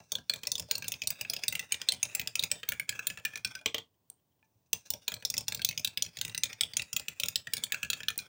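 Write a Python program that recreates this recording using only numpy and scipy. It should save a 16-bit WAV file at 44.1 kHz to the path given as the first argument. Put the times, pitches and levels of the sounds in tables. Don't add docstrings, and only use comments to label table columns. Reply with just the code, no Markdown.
import sys
import numpy as np
from scipy import signal
from scipy.fft import rfft, irfft
from scipy.io import wavfile
from scipy.ndimage import uniform_filter1d

SR = 44100
rng = np.random.default_rng(int(sys.argv[2]) if len(sys.argv) > 2 else 0)


def invert_db(level):
    return 10 ** (np.asarray(level, dtype=float) / 20)


def dump(signal):
    limited = np.clip(np.atleast_2d(signal).T, -1, 1)
    pcm = np.round(limited * 32767).astype(np.int16)
    wavfile.write(sys.argv[1], SR, pcm)


N = 365139

# deep_hz, low_hz, middle_hz, high_hz, treble_hz
LEAF_HZ = [(1680, 2690, 4110, 6050, 8100), (1610, 2970, 3640, 5620, 9020), (1680, 2480, 4310, 5880, 7620),
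           (2020, 2650, 3550, 5100, 8700), (1610, 2690, 4350, 4950, 8440), (2020, 2580, 3620, 6330, 9020),
           (1700, 2630, 3750, 4910, 8030), (1700, 2580, 3380, 5040, 9070), (2020, 2760, 3750, 6140, 8440),
           (1920, 2390, 3600, 5120, 8510), (2020, 3120, 3400, 5040, 8420), (2020, 2650, 3880, 6890, 9300),
           (2020, 2560, 3380, 7210, 7470), (1380, 2560, 3700, 6720, 8890), (1890, 3100, 3620, 4930, 7840),
           (1700, 2280, 3400, 6870, 9240), (1680, 2610, 3290, 6460, 7710), (1720, 2610, 3270, 7110, 9020),
           (1740, 2450, 3270, 5990, 8720), (1530, 2430, 3360, 5510, 8740), (2020, 3100, 3270, 5900, 7520),
           (1570, 3060, 4240, 7320, 8650)]
# deep_db, low_db, middle_db, high_db, treble_db
LEAF_DB = [(-25, -12, -12, -1, -12.5), (-27, -17.5, -6, -5, -10), (-20.5, -10.5, -1, -9, -9),
           (-36, -21.5, -7.5, -2.5, -9.5), (-23, -11, -3, -7, -11.5), (-42.5, -7.5, -6, -4.5, -14.5),
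           (-24, -6.5, -4.5, -8.5, -14), (-28.5, -10, -5, -1.5, -9.5), (-16, -7, -7.5, -8.5, -9),
           (-18.5, -2, -2.5, -2.5, -7.5), (-25.5, -9, 0, -7, -3), (-22.5, -4, -6.5, -3.5, -5.5),
           (-17.5, -6, -12.5, -10.5, -15), (-23, -5, -2.5, -7, -11), (-23, -11, -4.5, -9.5, -7),
           (-18, -5.5, -6.5, -11, -8.5), (-12.5, -3.5, -5.5, -7, -10.5), (-19, -8.5, -7.5, -8, -11),
           (-12, -6, -4, -7.5, -11), (-12.5, -5, -1, -3, -7.5), (-19, -3, -12, -7.5, -10.5),
           (-17, -17, -10, -14, 1.5)]
TRAY_INDEX, OTHER_MARBLE = 20, 21
# lowest_hz, highest_hz, main_t60_s, others_t60_s, others_db, cluster_db
LEAF_CLUSTERS = [(1355, 2100, 0.028, 0.013, -11.5, 3.0), (2178, 3200, 0.025, 0.0086, -6, 1.5),
                 (3226, 4700, .014, 0.0075, -2.5, 1.5), (4804, 7400, 0.014, 0.0084, -3.5, 2),
                 (7567, 10500, 0.016, 0.0056, -2, 2.5)]
FIRST_REACHES = [-1, .11, .29, .46, .7, .87, 1.06, 1.29, 1.47, 1.71, 1.88, 2.02, 2.14, 2.345, 2.505, 2.68,
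                 2.88, 3.06, 3.24, 3.44, 3.65, 4.09]
SECOND_REACHES = [4.4, 4.89, 5.07, 5.24, 5.47, 5.64, 5.84, 6.015, 6.205, 6.425, 6.6, 6.76, 6.955, 7.19,
                  7.35, 7.525, 7.715, 7.89, 8.075, 8.184, 9, 8.17]

# start_s, peak_db, brightness_db
FIRST_DESCENT = [(.002, -39.5, -10),
                 (0.1189, -14.5, 2.5), (0.1528, -21, -2), (0.184, -31, -10), (0.296, -16, 1),
               (0.336, -20.5, -2), (0.359, -30, 1.5), (0.4334, -25.5, -0.5), (0.4702, -11.5, -4),
               (0.517, -15, 3.5), (0.5537, -16.5, -7), (0.5801, -26, 1.5), (0.5963, -12.5, -5),
               (0.623, -31.5, -7.5), (0.7113, -11.5, 2.5), (0.7531, -18, -0.5), (0.78, -27.5, 8),
               (0.791, -50, 6.5), (0.8225, -23, -6.5), (0.8428, -29.5, -0.5), (0.881, -18, 6.5),
               (0.9193, -17, 4), (0.9388, -26, -4), (1.0182, -16.5, -7.5), (1.0357, -29, 2),
               (1.072, -18, 11.5), (1.1035, -16.5, 5.5), (1.2109, -18, 4.5), (1.2487, -30, -16),
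                 (1.2983, -18.5, 3.5), (1.3349, -17.5, 0.5), (1.3642, -22, -2.5), (1.4357, -17, -4),
                (1.4807, -14.5, 6.5), (1.5244, -18.5, 0.0), (1.5521, -17.5, 2.5), (1.5934, -17.5, -1),
                (1.7213, -16, 4), (1.7427, -28, -1), (1.8153, -26.5, -3), (1.8867, -12, -1),
                (1.9204, -17, -4), (1.9357, -36, 5.5), (1.945, -29.5, -6), (2.0289, -14, 3.5),
                (2.0519, -30, 0.0), (2.1491, -13.5, 8), (2.1955, -15.5, 2), (2.214, -24.5, -0.5),
                (2.2732, -16, 0.5), (2.3541, -15.5, 4.5), (2.3934, -19.5, 0.0), (2.4248, -25.5, 2.5),
                (2.4362, -14, 3.5),
                 (2.5144, -11, -1), (2.537, -61, -3), (2.631, -22.5, -13), (2.6881, -13.5, 4),
               (2.7198, -20, -1.5), (2.7338, -37, 6.5), (2.7969, -18, -1), (2.8916, -14.5, 2.5),
               (2.9243, -35.5, -4), (2.9912, -23, -3), (3.069, -11, 4.5), (3.1004, -18, -6),
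               (3.1731, -25, -10), (3.2505, -15.5, 2.5), (3.3344, -37.5, -4), (3.3562, -22.5, -2),
               (3.3738, -29, 0.0), (3.447, -18, 1.5), (3.4725, -31, -4.5), (3.5513, -26.5, -1.5),
               (3.659, -14.5, -2), (3.7438, -17, -2.5), (3.7809, -25, -2.5), (4.1, -32.5, 5.5)]
# start_s, peak_db, brightness_db
SECOND_DESCENT = [(4.73, -11, 2.5), (4.903, -13, 2), (4.9363, -22.5, -2), (5.0794, -16.5, 5),
                  (5.1187, -20.5, -4.5), (5.1399, -26.5, 4), (5.2237, -33, -6.5), (5.25, -11, -2.5),
                  (5.3006, -14.5, 0.5), (5.34, -14.5, -5), (5.3673, -16, -16.5), (5.3786, -14.5, 2),
                  (5.4076, -24, -4), (5.4817, -11.5, 4), (5.5217, -21, 2.5), (5.5467, -22.5, 5.5),
                  (5.573, -32.5, 3), (5.5935, -26, -10), (5.6176, -25.5, 1), (5.647, -16.5, 10),
                  (5.6883, -17.5, 4.5), (5.7101, -24, -4), (5.7268, -31.5, -5), (5.7762, -16.5, 0.5),
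                  (5.795, -27, 4.5), (5.8462, -11.5, 3), (5.8735, -23.5, 5.5), (5.9732, -14, -1.5),
                  (6.0226, -17.5, 5), (6.0484, -33, 0.0), (6.0624, -31, -4), (6.17, -27, -3),
                 (6.187, -25.5, -6), (6.2125, -13, 0.0), (6.2491, -20.5, 1.5), (6.2791, -24, -2),
                 (6.2952, -29.5, -3), (6.3467, -21, -1.5), (6.3769, -18.5, 2.5), (6.4343, -15.5, 4.5),
                 (6.4557, -30.5, 0.0), (6.5291, -33, 0.5), (6.6088, -11.5, -1), (6.634, -23, -3),
                 (6.652, -36.5, -4), (6.7347, -27.5, -8.5), (6.7681, -16, 4), (6.7948, -24, -7),
                 (6.8195, -27.5, 2), (6.9294, -17.5, -0.5), (6.9639, -11, 4.5), (6.996, -20.5, 1),
                 (7.0827, -15, 0.0),
                  (7.1984, -15, 4.5), (7.2342, -15.5, 0.5), (7.258, -31.5, 12), (7.284, -16.5, 4.5),
                (7.357, -11, -1), (7.4701, -22.5, -12), (7.535, -14, 7), (7.5673, -21.5, 2.5),
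                (7.5787, -27, 1), (7.6368, -16, 3.5), (7.7209, -15, 1), (7.744, -24.5, -1),
                (7.8295, -19, -3), (7.8472, -32, -0.5), (7.901, -13, 2.5), (7.931, -15, -4),
                (8.004, -27.5, -7.5), (8.032, -26, -6), (8.0833, -16, 1), (8.1022, -26.5, 0.0),
                (8.1778, -22, 13.5), (8.1885, -28, 2.5), (8.1987, -31, 2.5)]
FIRST_BLOWS = FIRST_DESCENT
SECOND_BLOWS = SECOND_DESCENT
BLOWS = [(s, db - 12, bright) for s, db, bright in FIRST_BLOWS + SECOND_BLOWS]

# loudest_ring_hz, low_notes_db, middle_notes_db
FIRST_DESCENT_COLOUR = [(5640, -6.0, -7.0), (4220, -4.0, 1.0), (6080, -1.0, 11.0), (5290, -1.0, -3.0),
                          (3080, 6.0, 2.0), (2480, 2.0, -3.0), (3830, -2.0, 1.0), (3850, 3.0, -5.0),
                          (4370, 5.0, 0.0), (5980, -2.0, 2.0), (3530, -1.0, 3.0), (4970, 10.0, -4.0),
                          (5350, -5.0, -9.0), (5360, 4.0, -14.0), (4020, 0.0, -1.0), (4370, -4.0, 2.0),
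                          (4470, 0.0, -2.0), (4940, 7.0, 1.0), (2590, 3.0, -7.0), (2660, 10.0, -4.0),
                          (4790, -4.0, 0.0), (6420, 2.0, -7.0), (5050, 2.0, -2.0), (2930, -6.0, -3.0),
                          (5590, 2.0, -1.0), (4600, -2.0, 6.0), (4900, 0.0, -13.0), (2630, 2.0, -12.0),
                          (2620, -2.0, -10.0),
                          (4230, -7.0, 0.0), (3400, -1.0, 1.0), (5040, 3.0, -7.0), (5000, 3.0, -10.0),
                         (9050, 1.0, 7.0), (2780, 2.0, -6.0), (3760, 4.0, -1.0), (2630, -1.0, -6.0),
                         (6640, 0.0, 0.0), (2900, 5.0, 2.0), (3170, 3.0, -2.0), (4080, 2.0, 6.0),
                         (3410, -1.0, 0.0), (3130, 12.0, 3.0), (3350, -7.0, -7.0), (6540, -2.0, -1.0),
                         (3890, -2.0, 2.0), (2730, 0.0, -3.0), (3060, -2.0, -2.0), (2870, -3.0, 6.0),
                         (2710, -3.0, 5.0), (3040, 1.0, -9.0), (3710, -10.0, 5.0), (6180, 2.0, 3.0),
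                         (3710, -4.0, -2.0),
                          (3820, -2.0, -1.0), (3090, 12.0, 12.0), (3800, 0.0, -2.0), (2670, -2.0, 1.0),
                        (2300, 5.0, -3.0), (2280, 8.0, 2.0), (2250, 1.0, -7.0), (2570, -2.0, 1.0),
                        (2590, 5.0, -8.0), (2590, 1.0, -6.0), (7040, -3.0, 2.0), (2730, 0.0, -4.0),
                        (2650, 0.0, -5.0), (3090, 5.0, 2.0), (3330, 0.0, 1.0), (2260, -1.0, -4.0),
                        (2680, -1.0, 0.0), (5440, -2.0, 4.0), (2410, -6.0, 1.0), (2340, 0.0, -3.0),
                        (3180, -1.0, 2.0), (3180, -1.0, 2.0), (3180, 0.0, 2.0), (6630, -5.0, 0.0)]
SECOND_DESCENT_COLOUR = [(6310, 0.0, 0.0), (4250, -4.0, -3.0), (5610, 0.0, -3.0), (3360, 5.0, 3.0),
                           (2490, -1.0, -7.0), (4290, 1.0, 5.0), (2490, -1.0, -9.0), (4370, -2.0, 5.0),
                           (3560, -2.0, -4.0), (5110, 4.0, -14.0), (4960, -11.0, -8.0), (5340, 2.0, -3.0),
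                           (5360, 0.0, -2.0), (4050, -4.0, -2.0), (4240, 6.0, 4.0), (5700, -2.0, 1.0),
                           (4830, -7.0, -5.0), (2620, 2.0, -4.0), (4960, 3.0, 5.0), (5260, 5.0, 8.0),
                           (6320, 3.0, 4.0), (5290, -1.0, -6.0), (2560, 4.0, -5.0), (5040, 1.0, -3.0),
                           (5300, -3.0, -7.0), (3710, -4.0, 5.0), (3740, 5.0, 3.0), (4950, -2.0, -2.0),
                           (4250, 1.0, 5.0), (4240, 2.0, 3.0), (5650, 0.0, -4.0), (2200, 0.0, -3.0),
                          (5660, -6.0, -3.0), (3080, -5.0, 3.0), (3740, -4.0, -1.0), (2250, -7.0, -12.0),
                          (3780, -1.0, 2.0), (4010, 0.0, 4.0), (6010, -4.0, -2.0), (3850, 1.0, 5.0),
                          (3530, -7.0, 5.0), (2190, 4.0, -2.0), (3790, 1.0, 4.0), (3390, 1.0, 5.0),
                          (3490, -5.0, -1.0), (2240, -4.0, 0.0), (6660, 2.0, 0.0), (2660, 1.0, 4.0),
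                          (2480, 5.0, 0.0), (2470, -5.0, -7.0), (7150, -3.0, 3.0), (2910, -2.0, 0.0),
                          (2590, -2.0, -2.0),
                           (2900, 1.0, -4.0), (3700, -4.0, 4.0), (3540, 6.0, 3.0), (3670, -4.0, -5.0),
                         (3670, -4.0, 0.0), (3080, -1.0, -8.0), (3410, 2.0, 1.0), (2270, 0.0, -1.0),
                         (3590, -7.0, 4.0), (3410, -7.0, 6.0), (2560, 1.0, 1.0), (2640, 6.0, 0.0),
                         (2580, -1.0, -5.0), (2630, 4.0, 0.0), (3270, -2.0, 6.0), (2590, 0.0, 4.0),
                         (2590, 2.0, -8.0), (2670, 1.0, 2.0), (3060, 3.0, 1.0), (3070, 2.0, -4.0),
                         (8710, -14.0, -14.0), (8630, -1.0, 2.0), (8600, -7.0, -8.0)]
FIRST_COLOURS = FIRST_DESCENT_COLOUR
COLOURS = FIRST_COLOURS + SECOND_DESCENT_COLOUR
# start_s, peak_db
SKIPS = [(.452, -36), (.6863, -44), (1.3912, -35), (1.6262, -38), (2.1141, -42), (2.2583, -40),
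         (2.5551, -36), (3.186, -36), (3.197, -38), (3.5892, -42), (3.612, -42), (5.165, -38),
         (5.9314, -45), (7.666, -37), (8.157, -42)]

# time_s, level_db, trunk_knock_db
ROLL = [(0.0, -71, -67), (0.3, -64.5, -69.5), (0.8, -60, -71.5), (2.2, -57, -71.5), (3.57, -61.5, -76),
        (3.701, -81, -60), (3.94, -102, -85), (4.7, -92, -64), (4.76, -66, -65), (5.49, -58, -73),
        (5.88, -64, -76.5), (7, -59.5, -74.5), (8.05, -61.5, -76.5), (8.28, -65, -85)]
# t60_s, level_db
ROLL_MODES = [(0.031, 8.5), (0.015, 4.5), (.012, 0.5), (0.0045, -1), (.005, -5)]
# pitch_hz, level_db, t60_s
TRUNK_MODES = [(466, -4.5, 0.0594), (590.3, 2.5, 0.037), (696.5, -2.5, 0.029), (811, -3.5, 0.028),
               (927, -5.5, 0.037)]
# level_db, slope (dB per dB of blow), pitch_spread (0-1)
TRUNK_KNOCK = (9.1, 0.18, 0.11)
# pitch_hz, level_db, t60_s
TABLE = [(91.5, -25, 0.024), (116, 8.5, 0.065), (158, 10.5, 0.04), (227, -3, 0.07), (333, -23.5, 0.16)]
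# pitch_hz, level_db, t60_s
TRAY = [(378, -23.5, .07), (452, -1.5, 0.05), (570, -11, 0.056), (696, -3.5, 0.02), (900, -14, 0.05),
        (1160, 1.5, 0.018), (2870, -1.5, 0.07), (3230, 11, 0.03), (3420, 11, .022)]
# start_s, pitch_hz, level_db, t60_s
PLACING = [
    (4.428, 888, -72, 0.25),
    (4.428, 1740, -69.5, 0.11),
    (4.428, 2440, -57, 0.018),
    (4.555, 108, -61.5, .092),
]
# start_s, pitch_hz, level_db, t60_s
TRAY_KICK = (8.175, 270, -40, .016)
# pitch_hz, width_hz, level_db
VALLEY = (360, 130, -4)
# pitch_hz, level_db (dB per Hz)
AIR = [(18, -50), (30, -4), (89, 12.5), (241, 4.5), (455, -1.5), (1110, -5.5), (1260, -15.5), (13000, -27)]
# pitch_hz, t60_s, level_db
ROOM = [(324, 0.17, -28), (1290, 0.13, -17), (3000, 0.1, -26.5), (6000, 0.16, -19), (12000, 0.15, -21.5)]


def level(x, db):
    return x * invert_db(db) / np.sqrt(np.mean(x ** 2) + 1e-30)


def band(x, hz, width_hz):
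    return signal.lfilter(*signal.iirpeak(hz, hz / width_hz, SR), x)


def decay_pole(hz, t60):
    return np.exp((2j * np.pi * hz - np.log(1000) / t60) / SR)


def ring(x, modes):
    return sum(invert_db(db) * signal.lfilter([1], [1, -decay_pole(hz, t60)], x).imag for hz, db, t60 in modes)


def moving_mode(x, hz, t60):
    edges = np.r_[0, np.flatnonzero(np.diff(hz)) + 1, len(x)]
    parts, state = [], np.zeros(1, complex)
    for a, b in zip(edges, edges[1:]):
        part, state = signal.lfilter([1], [1, -decay_pole(hz[a], t60)], x[a:b], zi=state)
        parts.append(part.imag)
    return np.concatenate(parts)


def cluster(t, hz, gains, t60, turn):
    first_9ms = SR // 110
    heard = max(int(np.max(t60) * SR), first_9ms)
    t_heard, hz, t60, turn = (np.float32(v) for v in (t[:heard], hz, t60, turn))
    waves = np.sin(np.float32(2 * np.pi) * (hz[:, None] * t_heard + turn[:, None]))
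    fades = np.exp(-np.float32(np.log(1000)) * t_heard / t60[:, None])
    sound = np.zeros(len(t))
    sound[:heard] = np.float32(gains) @ (waves * fades)
    return sound / np.std(sound[:first_9ms])


def scatter(sound, db, t60):
    t = np.arange(len(sound)) / SR
    paths = rng.standard_normal(len(t)) * 1000 ** (-t / t60)
    smeared = signal.fftconvolve(sound, paths / np.linalg.norm(paths))[:len(t)]
    return sound + invert_db(db) * smeared


def strikes(s, gain):
    x = np.zeros(N)
    np.add.at(x, (np.asarray(s) * SR).astype(int), gain)
    return x


def leaf_at(s):
    reached = np.array(FIRST_REACHES + SECOND_REACHES)
    order = np.argsort(reached)
    return order[np.searchsorted(reached[order], s) - 1] % len(LEAF_HZ)


def air():
    hz = np.fft.rfftfreq(N, 1 / SR) + 1
    point_hz, point_db = np.transpose(AIR[:-1])
    db = np.interp(np.log(hz), np.log(point_hz), point_db)
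    return level(irfft(rfft(rng.standard_normal(N)) * invert_db(db), N), -77.5)


def rolling(level_db):
    patch_s, patchy_db = 0.018, 5.5
    flight_s, flight_db = 0.066, -4
    t = np.arange(N) / SR
    leaf = np.minimum(leaf_at(t), TRAY_INDEX)
    hold = int(patch_s * SR)
    patches = uniform_filter1d(np.repeat(rng.standard_normal(N // 100), hold)[:N], hold // 2)
    flight = uniform_filter1d(1. * (leaf_at(t + flight_s) != leaf_at(t - .008)), size=200)

    ticks = rng.random(N) < 9000 / SR
    grit = ticks * rng.standard_normal(N) * invert_db(6 * rng.random(N))
    sound = np.zeros(N)
    for hz, db, (t60, part_db) in zip(np.transpose(LEAF_HZ), np.transpose(LEAF_DB), ROLL_MODES):
        note = moving_mode(grit, 1. * hz[leaf], t60)
        sound += level(note, part_db) * invert_db(db[leaf])
    scrape = band(band(grit, 4600., 4200.), 4600., 4200.)
    hard_edge = np.diff(grit, 2, prepend=[0, 0])
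    sound += level(scrape, -9) + level(ring(grit, TRUNK_MODES), -16.5) + level(hard_edge, -11.5)
    return invert_db(level_db + patchy_db * patches + flight_db * flight) * sound


def leaf_ring(t, leaf, bright, colour, chance):
    big_leaf_from, big_leaf_ring, glass_ring = 16, 1.9, 0.4
    loudest_hz, low_db, middle_db = colour
    shares = np.add(LEAF_DB[leaf], bright * np.linspace(-1, 1, 5) + [low_db, low_db, middle_db, 0, 0])
    sound = np.zeros(len(t))
    for number, (lo, hi, main_t60, short_t60, others_db, part_db) in enumerate(LEAF_CLUSTERS):
        where, size, turn = chance[number]
        crowd_hz = lo * (hi / lo) ** where[1:]
        crowd_db = others_db - 14 * size[1:] + 7
        if lo <= loudest_hz < hi:
            crowd_hz[0] = loudest_hz
            crowd_db[0] += 16.5 * (.5 + size[1])
        if big_leaf_from <= leaf < TRAY_INDEX and number < 2:
            main_t60 = main_t60 * big_leaf_ring
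        t60 = np.r_[main_t60, short_t60 * (.5 + turn[1:])]
        if leaf == OTHER_MARBLE:
            t60 = t60 * glass_ring
        notes = cluster(t, np.r_[LEAF_HZ[leaf][number], crowd_hz], np.r_[1, invert_db(crowd_db)], t60, turn)
        sound += invert_db(shares[number] + part_db) * notes
    return sound


def trunk_knock(t, chance):
    spread = TRUNK_KNOCK[2]
    hz, mode_db, t60 = np.transpose(TRUNK_MODES)
    where, size, turn = chance[:, :len(hz)]
    pitches = hz * (1 + spread * (where - .5))
    knock = cluster(t, pitches, (.5 + size) * invert_db(mode_db), t60 * (.5 + turn), 0 * turn)
    return scatter(knock, 1.33, 0.12)


def blows(rows, colours, knock_db):
    tick_db, tick_s, rise_s = 3, 0.002, 0.00085
    trunk_db, slope, _ = TRUNK_KNOCK
    out, t = np.zeros(N + SR), np.arange(SR // 11) / SR
    soft_start = 1 - np.exp(-(t / rise_s) ** 2)
    chances = rng.random((len(rows), 6, 3, 20))
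    for (s, db, bright), colour, chance in zip(rows, colours, chances):
        leaf, at = leaf_at(s), int(s * SR)
        noise = np.diff(rng.standard_normal(len(t) + 1))
        tick = noise * np.exp(-t / tick_s) * invert_db(bright + tick_db - 6.5)
        sound = invert_db(db) * (tick + leaf_ring(t, leaf, bright, colour, chance))
        knock_gain = invert_db(knock_db[at] + trunk_db + slope * (db + 53.0))
        sound += knock_gain * trunk_knock(t, chance[5])
        scatter_db = -13 if leaf == OTHER_MARBLE else -1
        out[at:at + len(t)] += scatter(sound * soft_start, scatter_db, 0.029)
    return out[:N]


def table():
    thud_db, thud_slope, push_s = -44, 0.35, 0.004
    s, db = np.transpose(BLOWS)[:2]
    push_db = thud_db + thud_slope * (db + 30) + 2.5 * rng.standard_normal(len(s))
    hits = strikes(s, invert_db(push_db) * (leaf_at(s) < OTHER_MARBLE))
    push = np.arange(SR // 10) / SR / push_s
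    thud = signal.fftconvolve(hits, push * np.exp(-push) / (push_s * SR))[:N]
    shudder = signal.fftconvolve(hits, np.exp(-push / 8))[:N] * rng.standard_normal(N)
    return ring(invert_db(-7.0) * thud + invert_db(-44.5) * shudder, TABLE)


def room(x):
    t = np.arange(SR // 3) / SR
    tail = np.zeros(len(t))
    for hz, t60, db in ROOM:
        noise = band(rng.standard_normal(len(t)), hz, hz)
        tail += invert_db(db) * noise * 1000 ** (-t / t60) / np.sqrt(hz * t60 / 8)
    return signal.fftconvolve(x, tail * (1 - np.exp(-(t / 0.011) ** 2)))[:N]


def tray():
    from_s, to_s, tray_db = 3.62, 3.9, -9
    s, db = np.transpose([b[:2] for b in BLOWS if from_s < b[0] < to_s])
    return scatter(ring(strikes(s + 0.002, invert_db(db + tray_db)), TRAY), -1.5, 0.12)


def placing():
    return sum(ring(strikes([s], 1), [(hz, db, t60)]) for s, hz, db, t60 in PLACING + [TRAY_KICK])


def scene():
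    s, *columns = np.transpose(ROLL)
    level_db, knock_db = (np.interp(np.arange(N) / SR, s, c) for c in columns)
    skips = [(s, db - 14, -5) for s, db in SKIPS]
    no_colours = np.zeros((len(SKIPS), 3))
    tree = rolling(level_db) + blows(BLOWS, COLOURS, knock_db) + blows(skips, no_colours, knock_db) + table()
    valley_hz, width_hz, valley_db = VALLEY
    tree = tree - (1 - invert_db(valley_db)) * band(tree, valley_hz, width_hz)
    near = tree + tray() + placing()
    return (near + room(near) + air())[None]


def roll_off(x):
    return signal.sosfilt(signal.butter(12, 17150, fs=SR, output="sos"), x)


def record(dry):
    dip_hz, dip_width_hz, dip_db = 12300, 3600.0, -5
    peak_hz, peak_width_hz, peak_db = 15350, 1500, 10
    lowest_hz, highest_hz = 75, 16100
    dipped = dry - (1 - invert_db(dip_db)) * band(dry, dip_hz, dip_width_hz)
    peak = band(band(dry, peak_hz, peak_width_hz), peak_hz, peak_width_hz)
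    mic = dipped + invert_db(peak_db) * peak
    mic = signal.sosfilt(signal.butter(4, lowest_hz, "high", fs=SR, output="sos"), mic)
    mic = signal.sosfilt(signal.butter(10, highest_hz, fs=SR, output="sos"), mic)
    return roll_off(mic)


dry = scene()
out = record(dry)
dump(out)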